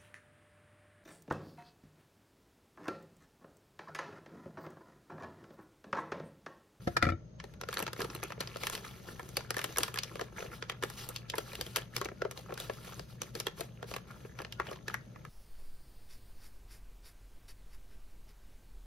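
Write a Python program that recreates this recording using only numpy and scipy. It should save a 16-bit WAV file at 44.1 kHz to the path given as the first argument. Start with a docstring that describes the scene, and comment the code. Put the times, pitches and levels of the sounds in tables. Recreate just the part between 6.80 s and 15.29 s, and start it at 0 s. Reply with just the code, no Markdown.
"""Duct rumble, motor hum and a thin band of hiss open in a small damped room, with a fine rustle of foil.
At once a hard object is set down and rocks on a desk, each contact a clack with ringing damped modes.
Then two hands pinch and pull at a foil snack bag: noise bursts snap crease by crease, with soft dents
and pats, over a rustle of tiny decaying grains and rubbing hiss.
The bag and desk are heard close up, by a two-port microphone on the same desk."""
import sys
import numpy as np
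from scipy import signal
from scipy.fft import rfft, irfft, next_fast_len
from scipy.io import wavfile
from scipy.ndimage import uniform_filter1d, map_coordinates

SR = 44100
rng = np.random.default_rng(int(sys.argv[2]) if len(sys.argv) > 2 else 0)


def pcm_store(signal):
    """Save signal as 16-bit PCM."""
    levels = np.round(np.clip(np.atleast_2d(signal), -1, 1) * 32767)
    wavfile.write(sys.argv[1], SR, levels.astype(np.int16).T)


N = 374409

# spectrum of the duct rumble: pitch_hz, relative level_db per Hz
VENT_SPECTRUM = [(25, -29), (55, -8.5), (92, -14), (125, -5.5), (205, -10.5), (280, -24), (400, -22.5),
                 (610, -23.5), (665, -31), (2350, -45.5), (6300, -47.5), (7400, -63.5), (16000, -69)]
# fan motor lines: pitch_hz, typical level_db
MOTOR_LINES = [(59.2, -62.5), (118.6, -53), (318, -74), (525, -76), (624, -76.5)]
# reverberation of the room: pitch_hz, t60_s
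ROOM_DECAY = [(100, 0.67), (400, 0.22), (1500, 0.28), (5000, 0.24), (14000, 0.016)]
# how far the left port leads the right for sound from the front: pitch_hz, lead_radians
PORT_LEAD = [(330, 0), (480, .7), (600, 2.3), (750, .6), (900, -.6), (1150, -.3), (1400, .4), (1650, 1.2),
             (2400, -.3), (3300, .6), (4800, .3), (6200, -1.4), (7200, -2.5), (9000, -1.8), (12500, 0),
             (16000, 2)]
# colour of desk and microphone case from the front: pitch_hz, both_ports_db, left_over_right_db
CASE_COLOUR = [(258, -1.5, -1.5), (470, 1.5, 0), (750, -0.5, 5.5), (1050, 0, -0.5), (1424, 2.5, 3),
               (1440, -5.5, -3.5), (1700, 3.5, -1), (1860, -2, 2), (3190, .5, 0), (5400, -3.5, 2.5),
               (9500, -1, -0.5)]
# pinches and pulls of the fingers: start_s (full strength), held_s, effort_db, fizz_over_effort_db
STROKES_OF_FINGERS = [(.02, 0.12, -67.5, 7), (.64, 0.088, -68.5, -4), (.735, .004, -61.5, -18),
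                      (.85, 7.7, -69, -2), (.91, 0.11, -50, -8), (1.177, 0.062, -48, -3),
                      (1.31, 0.047, -48.5, -7.5), (1.429, 0.067, -52.5, -6), (1.62, 0.21, -54.5, -5),
                      (1.817, 0.041, -48.5, 3.5), (1.929, 0.0047, -42, 0.5), (2.048, 0.033, -51.5, 0),
                      (2.12, 0.52, -58, -1), (2.28, 0.037, -54.5, 2), (2.571, 0.0063, -48, -12),
                      (2.76, 0.17, -54, 0.5), (2.99, 0.064, -46, -1), (3.232, 0.21, -55.5, -4),
                      (3.42, 0.2, -61, -7), (3.578, 0.065, -47.5, -5.5), (3.729, 0.012, -52.5, 0),
                      (3.904, 0.015, -51.5, -18), (4.045, 0.13, -57, 3), (4.18, 0.05, -54.5, 8.5),
                      (4.279, 0.085, -57.5, 0), (4.4, 0.11, -61, -18), (4.56, 0.38, -59.5, 4.5),
                      (4.67, 0.05, -56, 4.5), (4.969, 0.0076, -45.5, -6), (5.15, 0.019, -52.5, 1.5),
                      (5.568, 0.027, -54.5, -0.5), (5.661, 0.12, -55, -9.5), (5.8, 0.035, -54.5, 7),
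                      (5.9, 0.31, -59.5, 3), (6.05, 0.072, -51, -1.5), (6.291, 0.023, -64, 5),
                      (6.425, 0.062, -62, 0.5), (6.56, 0.047, -56, 2.5), (6.789, 0.0082, -51, 1.5),
                      (7.085, 0.033, -55.5, 3.5), (7.282, 0.19, -59, -4), (7.578, 0.043, -53.5, -10),
                      (7.861, 0.061, -49, -9.5), (8.1, 0.035, -54, -7), (8.45, .04, -66.5, -2)]
# spectra of the coarse crumpling and the fine fizz: pitch_hz, relative level_db per Hz
CRUMPLE_SPECTRUM = [(150, -35), (300, 8.5), (470, 7), (760, 1), (1300, 3.5), (1950, 1.5), (2400, 0),
                    (3600, -6.5), (5400, -10.5), (6500, 7), (8000, -28.5), (16000, -36.5)]
FIZZ_SPECTRUM = [(3000, -7), (5500, -6), (7800, -11.5), (11500, -9.5), (14800, -16), (16200, -20.5)]
# the object meeting the desk and rocking to rest: start_s, ring_db, clack_db, desk_knock_db
CONTACTS = [(0.0721, -55, -40, -28), (0.076, -47.5, -38.5, -36.5), (0.1664, -43, -28.5, -45.5),
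            (0.1686, -40, -24.5, -41.5), (0.217, -47.5, -48, -50), (0.225, -25.5, -27, -35.5),
            (0.2294, -41, -38, -29), (0.2402, -37, -38, -48), (0.251, -36.5, -37.5, -36.5),
            (0.2667, -35, -43, -30), (0.279, -65, -47, -36.5), (0.2886, -32.5, -39.5, -37.5),
            (0.3, -40, -41.5, -37), (0.3203, -42.5, -53.5, -37.5), (0.334, -60, -70, -43)]
# spectrum of a clack: pitch_hz, relative level_db per Hz
CLACK_SPECTRUM = [(200, -5), (500, 4.5), (1100, 2), (1800, 12), (2800, -6.5), (5000, 1), (8000, -16),
                  (12000, -16.5), (16000, -44)]
# modes of the object (strongest, then higher), desk top and whole desk: pitch_hz, relative level_db, t60_s
OBJECT_MAIN_MODE = [(1308, 0, 0.031)]
OBJECT_OVERTONES = [(1620, -15, 0.041), (1890, 2, 0.045), (2153, 0.5, 0.046), (2350, 3, 0.035),
                    (2890, -7, 0.037), (3570, -7, 0.054)]
DESK_TOP_MODES = [(169, -2, 0.091), (224, 9, 0.023), (331, -4.5, 0.11), (500, 7.5, 0.014), (566, -1, 0.053),
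                  (712, -11, 0.083)]
DESK_MODES = [(61.7, -11.5, 0.14), (90.6, 2.5, 0.11), (115, 4, 0.11)]
# creases of the bag buckling: start_s, flap_db (panel), then air_db (pouch), crack_db and tick_db (foil)
# over the flap, pitch_hz of the panel
CREASES = [(0.6, -44, -18, -3, -32, 2310), (0.64, -49, 3, -2.5, -10, 4300),
           (0.8126, -40.5, -9, -1.5, -8.5, 5880), (0.8348, -41.5, -0.5, -6.5, -28, 1440),
           (0.8876, -36.5, -0.5, -6.5, -15, 1280), (0.928, -38, -26, -5, -9, 1630),
           (0.9409, -45.5, -20, 4, 3, 4450), (0.9706, -33, -10, -1.5, -18, 4140),
           (0.9823, -42.5, -1, -1, -4, 4470), (0.991, -37.5, -13, -4, -1.5, 2240),
           (1.0005, -38.5, -0.5, -6, -6, 870), (1.0256, -39.5, -2, -1, 0, 2740),
           (1.0659, -38.5, -5, -0.5, -15, 1330), (1.0782, -38, -4.5, -5, -18, 880),
           (1.131, -41, -3, -1, -5, 5000), (1.204, -34.5, -6, -13, -11, 1670),
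           (1.217, -41, 3.5, 4.5, -5, 4800), (1.246, -41.5, 4.5, -6, -10.0, 930),
           (1.3003, -45, -17, 0, -21, 5530), (1.3497, -44.5, -4, 0, 2, 4130),
           (1.43, -38, -5, -5, -15, 2300), (1.436, -44.5, -3, -1, 4.5, 6200),
           (1.504, -43, 0.5, -13, -29, 990.0), (1.521, -39, -14, -8.5, -20, 2470),
           (1.605, -40.5, 3, 6, -1.5, 4100), (1.61, -38, -10, -1, -10, 4520.0),
           (1.6734, -48, -8, 7.5, -12, 5000), (1.7596, -42, 5, -7, -27.0, 1298),
           (1.769, -51.5, -7, 6, 0, 4300), (1.8345, -35.5, -8, -2.5, -10, 2240),
           (1.869, -33, -15, -0.5, -5, 1830), (1.8985, -40, -4.5, -2, 0.5, 6200),
           (1.9509, -41.5, -17.5, 3.5, -1.0, 4270), (2.286, -45, -1.5, -21, -25, 1450),
           (2.3952, -40, -5.5, -15.5, -14.5, 980), (2.49, -55.5, 1, 0, 6, 5555),
           (2.569, -35.5, -4, 7, 2, 4740), (2.607, -44, -17, -9, -18, 1410),
           (2.7056, -32.5, -5.5, 0, -3, 4930), (2.743, -39, -11, -7, -12, 1510),
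           (2.7671, -33, -3, -8, -9, 1770), (2.782, -40.5, -10, 0, -3, 5540),
           (2.7914, -34.5, -9, -3.5, -11, 1110), (2.815, -40.5, -14, -2.5, -8, 1700),
           (2.8419, -34.5, -5, 0.5, -1, 3060.0), (2.9608, -40, -14, -4.5, -13, 2150),
           (2.971, -35.5, -5.5, 0, -5, 5450), (2.9839, -32.5, -2, -0.5, 6.5, 5740),
           (3.005, -40.5, -1.5, -2, -11.0, 940), (3.0328, -32.5, -13.5, 5, 0.5, 4800),
           (3.08, -39, -25, -7, -11, 1020), (3.1418, -41.5, -5.5, -3.5, -0.5, 3040),
           (3.159, -39.5, -8, -5, -7.0, 1720.0), (3.174, -36, -17, -3, -19, 1060),
           (3.1874, -42, -8, 12, 1.5, 4470), (3.2338, -45, -8.0, 11.5, 0.5, 5500),
           (3.3557, -45, 5.5, -3, -11, 1164), (3.3943, -37.5, -4.5, -13, -18, 1340),
           (3.412, -38.5, 2, -2, -12, 1330), (3.624, -43.5, -10, -15, -21, 1340),
           (3.8246, -37, -5.5, -3.5, -34, 1240), (3.8974, -34, -11.5, -1.5, -14, 3180),
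           (4.0255, -35.5, -6, -6, -13, 1110), (4.0356, -32, 0, -5, -10, 1270),
           (4.1, -45.5, -7, -2, -0.5, 5730), (4.289, -52, 4.5, 4.5, 13.5, 3850),
           (4.361, -52, -15, 16.5, 5.5, 4820), (4.499, -61, 10, 27, 15, 3180),
           (4.537, -33, -6.5, -24, -41.5, 1005), (4.555, -46.5, -15, -2, 0, 4820.0),
           (4.5821, -36.0, 4.5, 0.5, -2.5, 1370), (4.732, -46, -2, -1, -9.5, 4090.0),
           (4.753, -47, -13, 6, 0, 2810), (4.811, -40, -1, 6.5, 1.5, 4930),
           (4.8647, -52.5, 5.5, 7.5, 1, 3190), (4.9605, -30.5, -14, 1.5, -2, 4700),
           (4.968, -37.5, -0.5, 4, 2.5, 2900), (5.1644, -36.5, -9, 6.0, 0, 5190),
           (5.2135, -33, -3, -7.5, -13, 1090), (5.247, -52, -3, 11, 4, 6140),
           (5.2555, -39, 3, -6, -12, 2290), (5.287, -40.5, -8, -12, -25, 1255),
           (5.4187, -31.5, 2, -12, -29, 1350), (5.4501, -38.5, 8.5, -13, -31.0, 1324),
           (5.5114, -45.5, -4.5, 0, -1, 5930), (5.5746, -52, -5, 7.5, -4, 4060),
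           (5.706, -46.5, 2.5, -16, -29, 1094), (5.7227, -44, 3.5, -12, -28.5, 1080),
           (5.74, -60.5, 7, 11.5, 9.5, 5180), (5.776, -40, -12.5, -5, -10, 1447),
           (5.8006, -49, 3, 9.5, 7, 3700), (5.897, -37.5, 5, -9.5, -27.0, 1070),
           (5.935, -62, -7, 8, 2, 4850), (6.1945, -45.5, 2.5, 1.5, -8.5, 5000),
           (6.4177, -41, 1, 6, 1.5, 6150), (6.5519, -45.5, 5, 6.5, -3, 5000),
           (6.6005, -44.0, 2.5, 10.5, 5, 5370), (6.668, -33.5, -1.5, 1, -8, 3240),
           (6.8075, -43.5, 8, 3.5, 3, 3970), (7.028, -41.5, 1, -7.5, -18, 1510),
           (7.1132, -45, 4.5, -3, -12, 1116), (7.139, -39.5, -6, -1.5, -12, 2600),
           (7.163, -37.5, -5, -5, -10, 1070), (7.306, -48, -16, -23, -22, 1380),
           (7.5889, -41.5, -7, -5, -19, 1050), (7.601, -43.5, 2, -21, -23.0, 1050),
           (7.618, -48, 3.5, -1.5, -6.5, 4910.0), (7.648, -43.5, -6, -2, -22, 2830),
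           (7.724, -50.5, -18, 9.5, -2, 2850), (7.799, -27.5, -7.5, -18, -28, 920),
           (7.869, -45, -14, -6, -21, 1600), (7.912, -46, 5, -7, -10, 1140),
           (7.959, -52.5, -10, -3, -28, 1026), (8.0812, -34, -9, -5.5, -15.5, 1720),
           (8.0982, -40.0, -26, -22, -24.5, 1220), (8.1418, -28.5, -24.5, -15, -16.5, 1820),
           (8.359, -48.5, -9, -18, -34, 1200), (8.4506, -44.5, -13, -12, -19, 1270)]
# parts of a snap (pouch air, panel flap, crease crack, foil tick): lowest_hz, highest_hz, delay_s, t60_s,
# rise_s, weight_db, strain_db around the flip, port_difference (share of noise unlike at the ports)
SNAP_PARTS = [(343, 633, 0.00083, 0.027, 0.0025, -0.5, -16, 0.6),
              (875, 2075, 0.00019, 0.019, 0.00074, -1.06, -24.5, 0.47),
              (2440, 6250, 0, 0.013, 0.00086, 1, -16.5, 1), (6580, 13200, 0, 0.012, 0.0002, 1.5, -51, 0.54)]
# the pouch wall denting softly, without a crease: start_s, level_db
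SOFT_DENTS = [(1.191, -38), (1.578, -46), (3.653, -46), (4.79, -44), (5.316, -45), (5.693, -45.5),
              (7.449, -44.5), (7.884, -44.5)]
# fingers landing on the pouch as the grip changes: start_s, level_db
FINGER_PATS = [(1.025, -42.5), (1.19, -48), (1.235, -47), (1.29, -49), (1.605, -46.5)]
# modes of the air-filled pouch: pitch_hz, relative level_db, t60_s
POUCH_MODES = [(193, -1.5, 0.068), (275, -3, 0.051)]

HISS_HZ, HISS_WIDTH_HZ, HISS_DB = 6430, 220, -79.5
GRIP_DB_PER_S, RELAX_DB_PER_S = 549, 184  # every stroke swells quickly and lets go more slowly
LANDING_S = .22  # until then the hand still carries most of the weight
THUD_DB, CARRIED_DB = -1.5, -7.5  # the whole desk's thud over the knock, and its loss while carried
OVERTONES_DB = -3.5  # the object's higher modes, relative to its main note
BOUNCE_S, BOUNCE_DB = 0.000692, -17  # typical delay and strength off the bag's other wall
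CLICK_DELAY_S, CLICK_DB = .0002, 18  # when a flip clicks, and how far it stands over the film's noise
DENT_FLAP_DB = -8.5  # the panel's share in a dent
# small stray creases: how many at most, the starting effort that sets off half, level over the effort
STRAY_PER_S, STRAY_EFFORT_DB, STRAY_DB, STRAY_SPREAD_DB = 34, -58, -2, 4.5
TAUT_DB_PER_S = 2  # the bag is drawn ever tauter, so a stray crease takes more and more effort
STRAY_PARTS_DB, STRAY_HZ = [-1.5, 0, -2.5, -10], 2400  # air, flap, crack and tick; typical panel pitch
STRAY_TILT_DB = 4  # strays range from dull knocks to bright ticks
TOP_HZ = 16550  # middle of the recorder's upper cut


def amp(db):
    """Decibels as an amplitude factor."""
    return 10 ** (np.asarray(db) / 20)


def unit(x):
    """A sound scaled to rms 1."""
    return x / np.sqrt(np.mean(x ** 2) + 1e-20)


def along(points, hz):
    """Read a curve of (Hz, value) points on a log frequency axis."""
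    f, v = np.transpose(points)
    return np.interp(np.log(hz + 1), np.log(f + 1), v)


def wobble(rate):
    """A smooth random curve, rate knots a second."""
    knots = rng.standard_normal(int(N * rate / SR) + 4)
    return map_coordinates(knots, [np.arange(N) * rate / SR])


def filtered(x, response):
    """Lay a complex response of frequency on a sound."""
    n = x.shape[-1]
    m = next_fast_len(n + 2048)
    return irfft(rfft(x, m) * response(np.fft.rfftfreq(m, 1 / SR)), m)[..., :n]


def coloured(x, spectrum):
    """A sound with a spectrum laid on it, at rms 1."""
    return unit(filtered(x, lambda hz: amp(along(spectrum, hz))))


def add(track, s, sound):
    """Mix a sound into a track at time s, cut off at the track's end."""
    space = track[..., max(0, round(s * SR)):][..., :sound.shape[-1]]
    space += sound[..., :space.shape[-1]]


def close_ports(pair, alike_hz):
    """Diffuse sound reaches both ports alike in the bass, unrelated in the treble."""
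    def mid_and_side(hz):
        angle = np.pi / 4 * hz / np.hypot(hz, alike_hz)
        return np.array([np.cos(angle), np.sin(angle)])

    mid, side = filtered(pair, mid_and_side)
    return np.array([mid + side, mid - side])


def ventilation():
    """Air rumbles in the duct as shaped noise; the motor hums in slightly unsteady sine lines."""
    t = np.arange(N) / SR
    air = close_ports(rng.standard_normal((2, N)), alike_hz=410)
    rumble = amp(-52.5) * coloured(air, VENT_SPECTRUM)
    hum = 0
    for hz, db in MOTOR_LINES:
        level = amp(db + 1.6 * wobble(2.6))
        hum = hum + level * np.sin(2 * np.pi * hz * t + 0.2 * wobble(5))
    return (rumble + hum) * amp([[1], [-1]])  # stronger at the left port


def narrow_hiss():
    """A faint steady narrow band of hiss near 6.4 kHz: noise through a steep band filter."""
    narrow = lambda hz: 1 / (1 + (2 * (hz - HISS_HZ) / HISS_WIDTH_HZ) ** 4)
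    hiss = close_ports(rng.standard_normal((2, N)), alike_hz=9000)
    return amp(HISS_DB) * unit(filtered(hiss, narrow))


def in_room(x, early_db, early_t60, tail_db):
    """A stereo sound plus the quick scatter from desk and body and the room's own tail."""
    hz, t, z = signal.stft(rng.standard_normal((2, SR // 5)), SR, nperseg=256)
    decay = amp(-60 * t / along(ROOM_DECAY, hz)[:, None])
    tail = signal.istft(z * decay, SR, nperseg=256)[1]
    t = np.arange(tail.shape[1]) / SR
    early = close_ports(rng.standard_normal(tail.shape), alike_hz=5000)
    early = early * np.exp(-np.log(1000) * t / early_t60) * (t > .002)
    tail = close_ports(tail, alike_hz=1156) * np.minimum(t / 0.013, 1)
    answer = amp(early_db) * early / np.linalg.norm(early[0])
    answer = answer + amp(tail_db) * tail / np.linalg.norm(tail[0])
    wet = signal.fftconvolve(x, answer, axes=1)
    add(wet, 0, x)
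    return wet


def from_front(pair):
    """Sound bends round the microphone's case and reaches the ports out of step, each with its own colour."""
    case, side = np.array(CASE_COLOUR), np.array([[.5], [-.5]])

    def at_ports(hz):
        colour_db = along(case[:, :2], hz) + side * along(case[:, ::2], hz)
        return amp(colour_db) * np.exp(1j * side * along(PORT_LEAD, hz))

    return filtered(pair, at_ports)


def effort():
    """How hard the fingers work the film and how much it fizzes, in dB: strokes swell, hold and relax."""
    t = np.arange(0, N / SR, .002)
    s, held, db, fizz_db = np.transpose(STROKES_OF_FINGERS)[:, :, None]
    level = db - GRIP_DB_PER_S * np.maximum(s - t, 0) - RELAX_DB_PER_S * np.maximum(t - s - held, 0)
    # the strongest stroke rules at each moment
    return [np.interp(np.arange(N) / SR, t, each.max(axis=0)) for each in (level, level + fizz_db)]


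def crackle(low_hz, high_hz, rate, spread_db, cycles, rub_db):
    """Countless tiny creases, each with its own size and pitch, over the hiss of film sliding on film."""
    size = amp(spread_db * np.minimum(rng.standard_normal(N), 1.7))
    pitch = rng.random(N)
    starts = np.flatnonzero(rng.random(N) < rate / SR)
    hz = low_hz * (high_hz / low_hz) ** pitch[starts, None]
    t = np.arange(int(SR * cycles / low_hz)) / SR
    # high creases die sooner and hit harder, so that all pitches carry alike
    decay = np.exp(-np.log(1000) * hz * t / cycles)
    grains = size[starts, None] * hz * np.sin(2 * np.pi * hz * t) * decay
    places = starts[:, None] + np.arange(len(t))
    creases = unit(np.bincount(places.ravel(), grains.ravel(), N)[:N])
    direct = creases + amp(rub_db + 1.1 * wobble(50)) * rng.standard_normal(N)
    return in_room(np.array([direct, direct]), early_db=-11, early_t60=.05, tail_db=-8)[:, :N]


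def shifting(pair, patchy_db):
    """The film changes shape under the fingers, so the colour of its noise drifts in patches."""
    z = signal.stft(pair, nperseg=256)[2]
    field = uniform_filter1d(rng.standard_normal(z.shape[1:]), size=6, axis=0)  # across frequency
    field = uniform_filter1d(field, size=10, axis=1)  # across time
    return signal.istft(z * amp(patchy_db * unit(field)), nperseg=256)[1][:, :N]


def rustle(effort_db, fizz_db):
    """The film crumples in soft folds and fizzes in fine ones, as hard as the fingers work it."""
    folds = crackle(low_hz=330, high_hz=6000, rate=560, spread_db=8, cycles=14, rub_db=-7)
    fine = crackle(low_hz=3000, high_hz=15000, rate=2400, spread_db=5.5, cycles=10, rub_db=1)
    folds = coloured(shifting(folds, patchy_db=3), CRUMPLE_SPECTRUM)
    fine = coloured(shifting(fine, patchy_db=1.8), FIZZ_SPECTRUM)
    # the fingers catch and slip, shaking the coarse folds most
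    slips_db = 2.94 * wobble(160) + 0.52 * wobble(26)
    return amp(effort_db + slips_db) * folds + amp(fizz_db + 0.24 * slips_db) * fine


def struck(x, span=.006):
    """A decaying sound scaled to rms 1 over its first span seconds."""
    return x / np.sqrt(np.mean(x[..., :int(span * SR)] ** 2) + 1e-20)


def ring(hz, gains, t60, rise, t):
    """Damped modes set off together; gains has one value a mode, or one row per port."""
    modes = np.sin(2 * np.pi * hz[:, None] * t) * np.exp(-np.log(1000) * t / t60[:, None])
    return gains @ modes * (1 - np.exp(-t / rise))


def knock(modes, spread, rise, span, detune=0.021):
    """One blow on a body: where it lands sets the sign, strength and exact pitch of each mode."""
    hz, db, t60 = np.transpose(modes)
    signs = np.sign(rng.standard_normal(len(hz)))
    gains = signs * amp(db + 2 * rng.standard_normal(len(hz)))
    gains = gains * (1 + spread * rng.standard_normal((2, len(hz))))  # unlike at the two ports
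    hz = hz * (1 + detune * rng.standard_normal(len(hz)))
    return struck(ring(hz, gains, t60, rise, np.arange(SR // 4) / SR), span)


def flip(t, t60, rise):
    """Envelope of a sudden flip or contact at t = 0: a quick rise, then exponential decay."""
    t = np.maximum(t, 0)
    return (1 - np.exp(-t / rise)) * np.exp(-np.log(1000) * t / t60)


def set_down():
    """Each contact clacks, rings the object's main note and overtones, and shakes the desk under the mic."""
    air, shake, t = np.zeros((2, N)), np.zeros(N), np.arange(SR // 4) / SR
    hz, db, t60 = np.transpose(DESK_MODES)
    thud = struck(ring(hz, amp(db), t60, rise=.012, t=t), span=.025)
    for s, ring_db, clack_db, knock_db in CONTACTS:
        noise = coloured(rng.standard_normal((2, len(t))), CLACK_SPECTRUM)
        clack = struck(noise * flip(t, t60=0.037, rise=0.00069))
        main_note = knock(OBJECT_MAIN_MODE, spread=.1, rise=.002, span=.008)
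        overtones = knock(OBJECT_OVERTONES, spread=.5, rise=.001, span=.008)
        desk_top = knock(DESK_TOP_MODES, spread=.3, rise=.0025, span=.012)
        add(air, s, amp(clack_db) * clack)
        add(air, s, amp(ring_db) * main_note)
        add(air, s, amp(ring_db + OVERTONES_DB) * overtones)
        add(air, s, amp(knock_db) * desk_top)
        add(shake, s, amp(knock_db + THUD_DB + CARRIED_DB * (s < LANDING_S)) * thud)
    heard = from_front(in_room(air, early_db=-14, early_t60=.08, tail_db=-23)[:, :N])
    return heard * amp([[.3], [-.3]]) + shake * amp([[2], [-2]])  # stronger at the left port


def panel(hz, pitch_hz, sharpness=10, boost=2.55):
    """Causal response of a patch of film: a broad radiation with one resonance standing out."""
    u = hz / pitch_hz
    return 1 + boost * 1j * u / (sharpness * (1 - u * u) + 1j * u)


def other_wall(hz, delay_s):
    """A snap arrives once directly and once more off the far side of the bag."""
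    bounce = amp(BOUNCE_DB)
    return (1 + bounce * np.exp(-2j * np.pi * hz * delay_s)) / np.hypot(1, bounce)


def snap(levels, pitch_hz, lead, strain_time=0.0099, follow_db=-19, follow_gap=0.0045,
         settle_db=-29, settle_time=0.034):
    """Film strains, flips, sets off neighbours and settles with a crinkle; crowded modes burst as noise."""
    t, sound = np.arange(SR // 13) / SR - lead, 0
    follow_s = np.cumsum(rng.exponential(follow_gap, size=3))
    followers = list(zip(follow_s, amp(follow_db + 2 * rng.standard_normal(3))))
    shared, own = rng.standard_normal(len(t)), rng.standard_normal((2, len(t)))
    shared[int((lead + CLICK_DELAY_S) * SR)] += amp(CLICK_DB)  # the fold's own sharp click
    crinkle = unit(np.interp(t, np.linspace(t[0], t[-1], num=60), rng.exponential(size=60) ** 2))
    settle = amp(settle_db) * crinkle * np.exp(-abs(t) / settle_time) * (t > 0)
    bounce_s = BOUNCE_S * (.5 + rng.random())
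    # a dent has only the first two parts
    for db, (low_hz, high_hz, delay, t60, rise, trim_db, strain_db, spread) in zip(levels, SNAP_PARTS):
        shape = flip(t - delay, t60, rise)
        strain = amp(strain_db) * np.exp(-abs(t) / strain_time)
        neighbours = sum(size * flip(t - s, t60, rise) for s, size in followers)
        around = shape.max() * (strain + settle) + neighbours
        band = signal.butter(3, [low_hz, min(high_hz, SR / 2.2)], "band", fs=SR, output="sos")
        film = signal.sosfilt(band, shared + spread * own)
        # only the flip itself rings the panel
        rung = filtered(film * shape, lambda hz: panel(hz, pitch_hz) * other_wall(hz, bounce_s))
        burst = rung + film * around
        onset = burst[:, (t > delay) & (t < delay + .006)]
        sound = sound + amp(db + trim_db) * burst / np.sqrt(np.mean(onset ** 2))
    return sound


def stray_creases(effort_db):
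    """Small snaps at random, likelier and louder with effort: (start_s, level_db of each part, pitch_hz)."""
    rows = []
    for k, (when, chance, size, bright, pitch) in enumerate(rng.random((300, 5))):
        s = (k + when) / STRAY_PER_S
        if s < N / SR:
            db = effort_db[int(s * SR)]
            needed_db = STRAY_EFFORT_DB + TAUT_DB_PER_S * s
            if chance < 1 / (1 + amp(needed_db - db) ** 2):
                tilt_db = STRAY_TILT_DB * (2 * bright - 1) * np.linspace(-1, 1, num=4)
                levels = db + STRAY_DB + STRAY_SPREAD_DB * (2 * size - 1) + tilt_db + STRAY_PARTS_DB
                rows.append((s, levels, STRAY_HZ * 2 ** (2 * pitch - 1)))  # within an octave either way
    return rows


def snaps(effort_db):
    """Buckling film in loud creases, soft dents and small strays, answered by the room."""
    track = np.zeros((2, N))
    lead = .016  # seconds of straining before the flip
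    creases = [(s, db + np.array([air_db, 0, crack_db, tick_db]), hz)
               for s, db, air_db, crack_db, tick_db, hz in CREASES]
    dents = [(s, [db, db + DENT_FLAP_DB], STRAY_HZ) for s, db in SOFT_DENTS]
    for s, levels, pitch_hz in creases + dents + stray_creases(effort_db):
        dry_snap = snap(levels, pitch_hz, lead)
        add(track, s - lead, in_room(dry_snap, early_db=-15.0, early_t60=0.039, tail_db=-19.0))
    return track


def pats():
    """Fingers land on the air-filled pouch, whose modes answer with a short hollow thump."""
    track = np.zeros((2, N))
    for s, db in FINGER_PATS:
        add(track, s, amp(db) * knock(POUCH_MODES, spread=.1, rise=.003, span=.02))
    return track


def scene():
    """The steady background, the object on the desk, and the bag in front of the microphone."""
    background = ventilation() + narrow_hiss()
    effort_db, fizz_db = effort()
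    bag = rustle(effort_db, fizz_db)
    desk = set_down()
    bag = bag + snaps(effort_db) + pats()
    return background + desk + from_front(bag)


def record(dry):
    """The recorder keeps nothing above its band limit, reached by a 600 Hz wide slope."""
    return filtered(dry, lambda hz: np.clip((TOP_HZ - hz) / 600 + .5, 0, 1))


dry = scene()
out = record(dry)
pcm_store(out)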